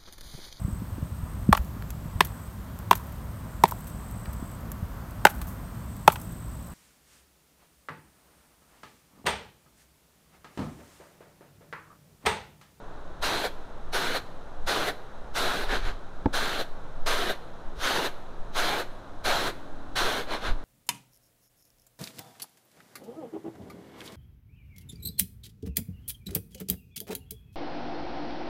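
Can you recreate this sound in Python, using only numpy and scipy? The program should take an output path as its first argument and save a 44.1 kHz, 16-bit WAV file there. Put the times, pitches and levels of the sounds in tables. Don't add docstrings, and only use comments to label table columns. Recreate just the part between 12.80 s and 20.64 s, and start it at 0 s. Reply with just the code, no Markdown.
import sys
import numpy as np
from scipy import signal
from scipy.fft import rfft, irfft, next_fast_len
from scipy.io import wavfile
from scipy.ndimage import uniform_filter1d, map_coordinates

SR = 44100
rng = np.random.default_rng(int(sys.argv[2]) if len(sys.argv) > 2 else 0)


def pcm_store(signal):
    levels = np.round(np.clip(np.atleast_2d(signal), -1, 1) * 32767)
    wavfile.write(sys.argv[1], SR, levels.astype(np.int16).T)


N = 345744
TIME = np.arange(N) / SR

# f/Hz, bandwidth/Hz, lift/dB
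RICE_RESONANCES = [(703, 40, 2.5), (4080, 150, 2), (6200, 400, 2), (10500, 520, 2), (14100, 900, 1)]
def rice(patchy_db=1.42):
    def lift(hz):
        return amp(sum(db / (1 + (2 * (hz - f) / width) ** 2) for f, width, db in RICE_RESONANCES))
    grains = filtered(tosses() + first_bounces() + shakes(), lift)
    spectra = signal.stft(grains, nperseg=512)[2]
    patches = uniform_filter1d(rng.standard_normal(spectra.shape), size=4, axis=0)
    patches = uniform_filter1d(patches, size=12, axis=1)
    return signal.istft(spectra * amp(patchy_db * unit(patches)), nperseg=512)[1][:N]


# t/s, rise constant/s, duration/s, relative level/dB, slap offset/dB
TOSSES = [(0.423, 0.0034, 0.25, -27, 0), (1.13, 0.0034, 0.25, -27, 0.5), (1.871, 0.0041, 0.23, -27, 1.5),
          (2.552, 0.0048, 0.3, -27, -12), (3.533, 0.0029, 0.291, -28.5, -1),
          (4.262, 0.0016, 0.26, -26.5, -2), (5.023, 0.017, 0.2536, -25.5, -1.5),
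          (5.759, 0.0098, 0.26, -26, -7), (6.446, 0.0035, 0.25, -25.5, -4),
          (7.157, 0.0017, 0.26, -26, -14.5)]
# f/Hz, relative level/dB
WEAVE_SPECTRUM = [(90, -21), (200, -19.5), (400, -6), (670, -2), (1080, -3.5), (1540, 0.5), (1900, -8),
                  (2600, -10), (4100, -5.5), (4700, -12.5), (6400, -17), (7800, -22), (9700, -22.5),
                  (13000, -26.5)]
HEAP_SPECTRUM = [(90, -10.5), (200, -5), (400, 2.5), (700, -0.5), (1100, -3), (1580, 0.5), (1850, -4.5),
                 (2600, -9), (3300, -7), (4150, -7), (4750, -18.5), (7900, -24.5), (10000, -24),
                 (13000, -26.5)]
SLAP_SPECTRUM = [(80, -19), (220, -12), (450, -0.5), (750, -3.5), (1100, -12.5), (1550, -3.5),
                 (2600, -19.5), (4100, -9), (5000, -24), (8000, -28), (14000, -28)]
def tosses(cover_s=0.105, thinning_s=0.017, fade_db_per_s=13, stray_db=-23, stray_db_per_s=70):
    bare, heap, slap = np.zeros((3, N))
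    for start, rise, duration, db, slap_db in TOSSES:
        end = start + duration
        age = np.maximum(TIME - start, 0)
        sheet = step((end - TIME) / thinning_s) * amp(-fade_db_per_s * age)
        strays = amp(stray_db - stray_db_per_s * np.maximum(TIME - end, 0))
        thin_edge = amp(-3.5 * np.exp(-age / 0.008))
        flow = amp(db) * step((TIME - start) / rise) * thin_edge * np.hypot(sheet, strays)
        uncovered = np.exp(-age / cover_s)
        bare += flow * np.sqrt(uncovered)
        heap += flow * np.sqrt(1 - uncovered)
        slap += amp(db + slap_db) * bell(end - 0.018, width_s=0.015)
    clumps = amp(0.45 * wobble(45))
    on_weave = coloured(impacts(bare * clumps, grains_per_s=44000, spread_db=2.5), WEAVE_SPECTRUM)
    on_heap = coloured(impacts(heap * clumps, grains_per_s=60000, spread_db=0.5), HEAP_SPECTRUM)
    landing = coloured(impacts(slap, grains_per_s=30000, spread_db=0), SLAP_SPECTRUM)
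    return amp(0.5) * on_weave + amp(-1.5) * on_heap + amp(-1) * landing


# f/Hz, relative level/dB
BOUNCE_SPECTRUM = [(400, -28), (1500, -8), (2600, -13), (4000, 2), (5200, 0), (6400, 2), (7800, -10),
                   (9700, 0), (12000, -9), (14000, -21)]
def first_bounces(offset_db=-14.5, lag_s=0.026):
    spray = np.zeros(N)
    for start, rise, _, db, _ in TOSSES:
        spray += amp(db + offset_db) * step((TIME - start) / rise) * bell(start + lag_s, width_s=0.018)
    return coloured(impacts(spray, grains_per_s=12000, spread_db=6), BOUNCE_SPECTRUM)


# centre t/s, half width/s, level/dB
SHAKES = [(2.938, 0.033, -27.5), (3.073, 0.029, -36.5), (7.534, 0.028, -31.5), (7.665, 0.031, -32.3)]
# f/Hz, relative level/dB
SKID_SPECTRUM = [(90, -25), (200, -6), (420, -1), (700, -2), (1100, -3.5), (1580, 0), (1900, -7),
                 (2600, -10.5), (4100, -9), (4750, -18), (6500, -24), (7900, -28.5), (10000, -30),
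                 (13000, -35)]
def shakes(roll_db=-26):
    flow = np.zeros(N)
    for centre, width, db in SHAKES:
        flow += amp(db) * (bell(centre, width) + amp(roll_db) * bell(centre, 5 * width))
    return coloured(impacts(flow, grains_per_s=45000, spread_db=2), SKID_SPECTRUM)


# t/s, level/dB
KNOCK_CONTACTS = [(3.4582, -11.5), (3.4628, -28)]
# f/Hz, relative level/dB, T60/s
TRAY_MODES = [(95, 0, 0.056), (217, -8.5, 0.076), (280, 3, 0.048), (347, -10.5, 0.075), (506, -3, 0.037),
              (650, -11.5, 0.05), (840, -4.5, 0.033), (877, -15, 0.07), (1300, -16, .02),
              (1650, -11.5, .018), (2120, -27, 0.026), (2580, -31, 0.022)]
# f/Hz, relative level/dB
TICK_SPECTRUM = [(100, -10), (400, 3), (850, -3), (1150, -11), (1650, -9), (2600, -12.5), (4100, -13),
                 (6000, -29), (9000, -39), (14000, -42)]
def knock(attack_s=0.0011, tick_db=-19, tick_t60_s=0.016):
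    sound = np.zeros(N)
    for start, db in KNOCK_CONTACTS:
        age = np.maximum(TIME - start, 0)
        modes = sum(amp(level - 60 * age / t60) * np.sin(2 * np.pi * hz * age)
                    for hz, level, t60 in TRAY_MODES)
        tick_envelope = (age > 0) * amp(tick_db - 60 * age / tick_t60_s)
        tick = coloured(tick_envelope * rng.standard_normal(N), TICK_SPECTRUM)
        sound += amp(db) * (modes * (1 - np.exp(-age / attack_s)) + tick)
    return sound


# centre t/s, half width/s, level/dB
PUFFS = [(2.95, 0.12, -25.5), (3.085, 0.041, -20.5), (7.71, 0.032, -15)]
# f/Hz, relative level/dB
PUFF_SPECTRUM = [(5, 0.5), (14, -2.5), (30, -7.5), (55, -27.5), (120, -34.5), (400, -89)]
BREEZE_SPECTRUM = [(2, 2.5), (6, -7), (12, -2.5), (25, -28.5), (50, -27.5), (100, -42.5), (200, -43.5),
                   (500, -100)]
def moving_air(breeze_db=-31, swing_db=-30, lead_s=0.0084):
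    swings = sum(amp(swing_db) * bell(start - lead_s, width_s=0.092) for start, *_ in TOSSES)
    breeze = amp(breeze_db + 0.86 * wobble(2.74))
    puffs = sum(amp(db) * bell(centre, width) for centre, width, db in PUFFS)
    return (breeze + swings) * noise(BREEZE_SPECTRUM) + puffs * noise(PUFF_SPECTRUM)


def reflections(sound, wet_db=-24, t60_s=0.58, delay_s=0.031):
    t = np.arange(SR // 2) / SR
    tail = rng.standard_normal(len(t)) * amp(-60 * t / t60_s) * (t > delay_s)
    return amp(wet_db) * signal.fftconvolve(sound, tail / np.linalg.norm(tail))[:N]


# f/Hz, relative level/dB
HUSH_SPECTRUM = [(60, -12.5), (100, -2), (240, -5.5), (620, -3), (1000, -7), (1480, -10), (2200, -25),
                 (2900, -26.5), (3950, -23), (4500, -32.5), (6400, -33), (7100, -37), (10000, -41),
                 (15000, -51)]
def garden_hush(level_db=-46.5):
    return amp(level_db) * noise(HUSH_SPECTRUM)


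# f/Hz, relative level/dB
DRONE_PARTIALS = [(232, -15), (275, -10), (318, -10.5)]
def far_drone(level_db=-49.5, arrival_s=6.5, rise_s=0.17, fade_db_per_s=2.5):
    tones = sum(amp(db) * np.sin(2 * np.pi * hz * TIME + wobble(7)) for hz, db in DRONE_PARTIALS)
    age = TIME - arrival_s
    swell = step(age / rise_s) * amp(level_db - fade_db_per_s * np.maximum(age, 0))
    return swell * unit(tones)


def impacts(strength, grains_per_s, spread_db):
    chance = np.clip(grains_per_s / SR * np.sqrt(strength / strength.max()), 1e-6, 1)
    sizes = unit(rng.standard_normal(N) * amp(spread_db * np.clip(rng.standard_normal(N), -2, 2)))
    hits = rng.random(N) < chance
    return strength * sizes * hits / np.sqrt(chance)


def coloured(x, spectrum, size=32768):
    hz, db = np.transpose(spectrum)
    bin_hz = np.fft.rfftfreq(size, 1 / SR)
    gain = amp(np.interp(np.log(bin_hz + 1), np.log(hz + 1), db))
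    cepstrum = irfft(np.log(gain))
    cepstrum[1:size // 2] *= 2
    cepstrum[size // 2 + 1:] = 0
    response = irfft(np.exp(rfft(cepstrum)))
    return signal.fftconvolve(x, response / np.linalg.norm(response))[:N]


def noise(spectrum):
    return unit(coloured(rng.standard_normal(N), spectrum))


def filtered(x, gain):
    size = next_fast_len(N + SR // 2)
    return irfft(rfft(x, size) * gain(np.fft.rfftfreq(size, 1 / SR)), size)[..., :N]


def amp(db):
    return 10 ** (np.asarray(db) / 20)


def unit(x):
    return x / np.sqrt(np.mean(x ** 2) + 1e-20)


def step(u):
    return 0.5 + 0.5 * np.tanh(u / 2)


def bell(centre_s, width_s):
    return np.exp(-0.5 * ((TIME - centre_s) / width_s) ** 2)


def wobble(knots_per_s):
    knots = rng.standard_normal(int(N * knots_per_s / SR) + 4)
    return map_coordinates(knots, [TIME * knots_per_s])


def scene():
    tray = rice() + knock()
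    return (tray + reflections(tray) + moving_air() + garden_hush() + far_drone())[None]


def record(dry, low_hz=4, edge_hz=14200, top_hz=15700, droop_db=-12):
    def passband(hz):
        high_pass = hz / np.hypot(hz, low_hz)
        droop = amp(droop_db * np.clip((hz - edge_hz) / (top_hz - edge_hz), 0, 1))
        return high_pass * droop * (hz < top_hz)
    return filtered(dry, passband)


dry = scene()
out = record(dry)
pcm_store(out)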